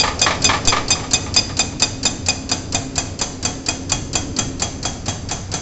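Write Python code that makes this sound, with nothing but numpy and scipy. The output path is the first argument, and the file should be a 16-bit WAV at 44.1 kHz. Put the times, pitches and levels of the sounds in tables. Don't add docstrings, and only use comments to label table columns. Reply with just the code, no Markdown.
import sys
import numpy as np
from scipy import signal
from scipy.fft import rfft, irfft, next_fast_len
from scipy.io import wavfile
from scipy.ndimage import uniform_filter1d, minimum_filter1d, map_coordinates

SR = 44100
rng = np.random.default_rng(int(sys.argv[2]) if len(sys.argv) > 2 else 0)


def persist_wave(psi):
    counts = np.round(np.clip(psi, -1, 1) * 32767).astype(np.int16)
    wavfile.write(sys.argv[1], SR, np.atleast_2d(counts).T)


N = 247621
T = np.arange(SR // 2) / SR

# start in seconds, strength in dB.
PISTON_BLOWS = [(-.014, -8), (.2152, -9.5), (0.4425, -8.5), (0.6738, -12), (0.9045, -11), (1.1331, -9.5),
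                (1.3633, -9), (1.5917, -11), (1.8208, -11), (2.053, -11), (2.2845, -12.5), (2.5146, -15),
                (2.746, -14.5), (2.979, -14), (3.2132, -14.5), (3.45, -14.5), (3.6849, -14), (3.9179, -12),
                (4.1535, -12.5), (4.387, -14.5), (4.6197, -15.5), (4.851, -20), (5.0811, -23.5),
                (5.311, -21.5), (5.539, -20.5)]
# pitch in Hz, ring time in seconds (to fade by 60 dB),
# then relative levels in dB when struck, on the rebound and in the air.
CHISEL_NOTES = [(2492, .11, -11.5, -10, -7), (3548, .06, -22, -3.5, -16), (3657, .05, -21, -1.5, -18),
                (4770, .08, -7, -9, -4), (4870, .03, -13, -15, -11), (4945, .03, -12, -12, -2.5),
                (5980, .08, -19, -21, -26), (6240, .085, -6.5, -10, -18), (6315, .06, -11, -12, -19),
                (7030, .04, -10, -15, -24), (7205, .07, -2.5, -6, -13), (7380, .025, -4, -15, -22),
                (7580, .04, -9, -15, -23)]
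# time in seconds, relative level in dB.
BEND_LEVELS = [(.2, -32.5), (1.7, -42.5), (3.2, -41.5), (4, -35.5), (4.9, -37.5), (5.5, -44)]
# pitch in Hz, ring time in seconds, relative level in dB.
SLAB_NOTES = [(450, .15, -10), (684, .2, 0), (729, .2, 2.5), (790, .14, -1), (857, .18, -1.5),
              (933, .12, -7), (1186, .12, -6), (1330, .13, -4), (1700, .11, -11)]
# delay in seconds, relative level in dB,
# time in the scene in seconds when that bounce starts to die away.
HOUSING_BOUNCES = [(.048, -14.5, .64), (.09, -18.5, .66), (.129, -32.5, 1.4)]
# pitch in Hz, width in Hz, relative level in dB.
HOUSING_RESONANCES = [(644, 87, -7), (846, 45, 2), (945, 43, -2), (1010, 30, -1.5), (1189, 64, 4.5),
                      (1337, 74, -10), (1726, 120, -4.5), (2340, 250, -6)]
# pitch in Hz, level in dB relative to the drone.
HUM_TONES = [(263.5, -1), (448, -16), (559, -14)]

# frequency in Hz, relative level in dB.
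CRACK_COLOUR = [(100, -35.5), (500, 1), (1500, -1), (2400, -2.5), (2900, -6), (3900, -5), (4750, 2.5),
                (5400, -5.5), (6250, 11), (6650, 2.5), (7200, 3.5), (7700, 2.5), (9000, -7)]
CONTACT_COLOUR = [(300, -24.5), (1200, -8), (3800, -16.5), (4800, 6), (5500, -19.5), (6250, 3),
                  (6650, -10.5), (7250, -3.5), (7700, 0), (9000, -3)]
TICK_COLOUR = [(200, -29.5), (1200, -39), (1650, -13.5), (2000, -33.5), (2500, -10), (3600, -16.5),
               (4100, -4.5), (4700, 2.5), (5250, -4), (5800, -5.5), (6500, -5.5), (7100, -4.5), (8000, -7)]
OIL_COLOUR = [(100, -4.5), (450, -1.5), (800, -5.5), (1600, -7), (4000, -17)]
RATTLE_COLOUR = [(100, -1.5), (400, 2), (1200, 3), (2300, -4.5), (3500, 1), (5000, -4.5), (8000, -14)]
THUD_COLOUR = [(20, -0.5), (60, -6.5), (90, 5), (130, -2.5), (260, -1.5), (400, -11.5), (800, -8.5),
               (3000, -68)]
EXHAUST_COLOUR = [(25, -15.5), (60, -3.5), (130, 0), (180, -4), (225, -9.5), (265, 3.5), (310, -2),
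                  (400, -11), (1000, -47.5)]
RUMBLE_COLOUR = [(12, -39), (20, 4.5), (43, -2.5), (97, 2.5), (210, -5), (258, -8), (304, -7.5), (386, -17),
                 (700, -28), (910, -48.5), (1540, -120)]
STREET_COLOUR = [(240, -24), (400, 7), (680, 3), (1720, -9), (2480, -10.5), (3090, -13), (4100, -19),
                 (4730, -6.5), (5450, -13.5), (6290, -14.5), (7630, -25.5), (8470, -34.5), (8800, -59),
                 (11400, -83), (19400, -120)]

# time in seconds, relative level in dB.
RUMBLE_LEVELS = [(0.0, -32), (0.48, -29.5), (3.84, -35), (3.98, -31.5), (5.6, -32.5)]
DRONE_LEVELS = [(0.0, -37.5), (3.21, -37.5), (4.31, -34), (5.18, -46), (5.6, -42)]
STREET_LEVELS = [(0.0, -32), (0.45, -28), (1.67, -38.5), (5.6, -39)]

# frequency in Hz, seconds to fade by 60 dB.
ECHO_TIMES = [(150, 0.82), (800, 0.37), (3000, 0.71), (6500, 0.57), (9000, 0.58)]
# frequency in Hz, gain in dB.
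MIC_RESPONSE = [(10, 0.5), (7600, 1), (7900, -14), (8300, -18), (8700, -37.5), (9000, -23)]

BITE_START_S, BITE_END_S = 1.92, 3.8
REBOUND_DB = (-18, -42)
AIRBORNE_DB = (-12.5, -21.5)
FLIGHT_S = .035
LEAN_S, FLIGHT_SHRINK_S = 1.3, 2.2
FULL_BLOW_DB = -11.5
SETTLE_DB_PER_S = 60
BEND_HZ, FIRING_HZ, TOP_HZ = 3301, 92, 8958


def breaker():
    out = np.zeros(N)
    for start, strike_db in PISTON_BLOWS:
        force_db = strike_db - FULL_BLOW_DB
        bite = (BITE_START_S, BITE_END_S)
        rebound_db = np.interp(start, bite, REBOUND_DB) + 3 * rng.standard_normal()
        airborne_db = np.interp(start, bite, AIRBORNE_DB) + 3 * rng.standard_normal()
        airborne_db += 0.43 * force_db
        flight_s = FLIGHT_S * np.exp(-max(start - LEAN_S, 0) / FLIGHT_SHRINK_S)
        ring = chisel(strike_db, rebound_db, airborne_db, flight_s, at_time(BEND_LEVELS, start))
        add(out, start - .0232, valve(strike_db))
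        add(out, start, outdoors(ring, wet_db=-15, rise_s=0.011))
        add(out, start, amp(-22.5 + 0.14 * force_db) * outdoors(road(), wet_db=-6.5, rise_s=0.028))
    return out


def chisel(strike_db, rebound_db, airborne_db, flight_s, bend_db):
    _, _, struck, bounced, airborne = np.transpose(CHISEL_NOTES)
    out = amp(strike_db + 3) * steel_ring(struck, lambda ring_s: fade(0.0014, ring_s), scatter_db=0.5)
    out += amp(strike_db) * coloured(CRACK_COLOUR) * fade(rise_s=0.0015, ring_s=0.022)
    out += amp(strike_db + 2) * coloured(CONTACT_COLOUR) * np.exp(-((T - .003) / 0.0036) ** 2)
    rebound = steel_ring(bounced, lambda ring_s: fade(0.00033, ring_s), scatter_db=1)
    add(out, .0098, amp(rebound_db + 6) * rebound)
    swell = 1 - np.exp(-T / (0.12 * flight_s))
    choke = amp(-60 * np.maximum(T - flight_s, 0) / 0.017)
    out += amp(airborne_db - 4) * steel_ring(airborne, lambda _: swell * choke, scatter_db=1.8)
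    return out + amp(bend_db + 19) * tone(BEND_HZ, blur=8.9) * fade(rise_s=0.014, ring_s=0.16)


def steel_ring(levels_db, shape, scatter_db):
    return sum(amp(db - scatter_db * rng.standard_normal()) * tone(hz, blur=10.6) * shape(ring_s)
               for (hz, ring_s, *_), db in zip(CHISEL_NOTES, levels_db))


def valve(strike_db):
    tick = amp(-11 + 0.41 * strike_db) * coloured(TICK_COLOUR) * fade(rise_s=0.00083, ring_s=0.078)
    oil = amp(-27.5) * coloured(OIL_COLOUR) * fade(rise_s=0.0088, ring_s=0.31)
    return tick + oil


def road():
    knock = sum(amp(db - 7.5) * tone(hz, blur=7.1) * fade(0.0013, ring_s)
                for hz, ring_s, db in SLAB_NOTES)
    crunch = coloured(RATTLE_COLOUR) * fade(rise_s=0.00026, ring_s=0.057)
    crack = amp(4) * coloured(CRACK_COLOUR) * fade(rise_s=0.0043, ring_s=0.21)
    thud = amp(-1.5) * coloured(THUD_COLOUR) * fade(rise_s=0.00086, ring_s=0.29)
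    return knock + crunch + crack + thud


def housing():
    out = np.zeros(N)
    for start in [s for s, _ in PISTON_BLOWS if s < BITE_START_S]:
        build_db = np.interp(start, (0, .2), (-4, 0))
        for delay, loose_db, settles_s in HOUSING_BOUNCES:
            db = loose_db + build_db - SETTLE_DB_PER_S * max(start - settles_s, 0)
            clank = amp(2) * resonant(HOUSING_RESONANCES) * fade(rise_s=0.0015, ring_s=0.21)
            rattle = amp(1) * coloured(RATTLE_COLOUR) * fade(rise_s=0.0012, ring_s=0.16)
            add(out, start + delay, amp(db) * outdoors(clank + rattle, wet_db=-15.5, rise_s=0.0052))
    return out


def diesel():
    t = np.arange(N) / SR

    def wavering(hz, db):
        return amp(db + 1.6 * wobble(11)) * np.sin(2 * np.pi * hz * t + 0.83 * wobble(13))

    rumble_db = at_time(RUMBLE_LEVELS, t) - 0.34 + 0.84 * wobble(5.1)
    rumble = amp(rumble_db) * coloured(RUMBLE_COLOUR, size=N)
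    hum = sum(wavering(hz, db) for hz, db in HUM_TONES)
    exhaust = amp(-1.5) * coloured(EXHAUST_COLOUR, size=N)
    drone = amp(at_time(DRONE_LEVELS, t) + 2.5) * (hum + exhaust)
    return rumble + wavering(FIRING_HZ, db=-35) + drone


def street():
    level_db = at_time(STREET_LEVELS, np.arange(N) / SR) - 2.7 + .4 * wobble(1.9)
    return amp(level_db) * coloured(STREET_COLOUR, size=N)


def pressure_bump():
    out = np.zeros(N)
    progress = T / 0.053
    push = (progress - 1) * np.exp(-progress) * (1 - np.exp(-T / 0.0014))
    add(out, .674, amp(-10) * push)
    return out


def outdoors(sound, wet_db, rise_s):
    hz, t, spectrum = signal.stft(rng.standard_normal(len(T)), SR, nperseg=256)
    decay = amp(-60 * t / at_frequency(ECHO_TIMES, hz)[:, None])
    tail = signal.istft(spectrum * decay, SR, nperseg=256)[1][:len(T)]
    tail *= 1 - np.exp(-(T / rise_s) ** 2)
    echo = signal.fftconvolve(sound, tail / np.linalg.norm(tail))[:len(T)]
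    return sound + amp(wet_db) * echo


def amp(db):
    return 10 ** (np.asarray(db) / 20)


def at_time(points, seconds):
    return np.interp(seconds, *np.transpose(points))


def at_frequency(points, hz):
    frequencies, values = np.transpose(points)
    return np.interp(np.log(hz + 1), np.log(frequencies + 1), values)


def wobble(rate):
    return map_coordinates(rng.standard_normal(int(N * rate / SR) + 4), [np.arange(N) * rate / SR])


def noise(gain, size):
    spectrum = rfft(rng.standard_normal(size)) * gain(np.fft.rfftfreq(size, 1 / SR))
    shaped = irfft(spectrum, size)
    return shaped / np.sqrt(np.mean(shaped ** 2) + 1e-20)


def coloured(colour, size=len(T)):
    return noise(lambda hz: amp(at_frequency(colour, hz)), next_fast_len(size))[:size]


def resonant(peaks):
    def gain(hz):
        return sum((-1) ** k * amp(db) * 1j * hz * width / (pitch ** 2 - hz ** 2 + 1j * hz * width)
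                   for k, (pitch, width, db) in enumerate(peaks))
    return noise(gain, len(T))


def fade(rise_s, ring_s):
    return (1 - np.exp(-T / rise_s)) * amp(-60 * T / ring_s)


def tone(hz, blur):
    drift = blur * np.cumsum(rng.standard_normal(len(T))) / np.sqrt(SR)
    return np.sin(2 * np.pi * (hz * T + rng.random()) + drift)


def add(track, seconds, sound):
    start = round(seconds * SR)
    part = sound[max(-start, 0):][:max(len(track) - max(start, 0), 0)]
    track[max(start, 0):][:len(part)] += part


def scene():
    return (breaker() + housing() + diesel() + street() + pressure_bump())[None]


def record(dry):
    size = next_fast_len(N + SR // 2)
    hz = np.fft.rfftfreq(size, 1 / SR)
    heard = irfft(rfft(dry, size) * amp(at_frequency(MIC_RESPONSE, hz)), size)
    needed_gain = .95 / np.maximum(np.abs(heard), .95)
    smooth_gain = uniform_filter1d(minimum_filter1d(needed_gain, size=89), size=89)
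    return irfft(rfft(heard * smooth_gain) * (hz < TOP_HZ), size)[:, :N]


dry = scene()
out = record(dry)
persist_wave(out)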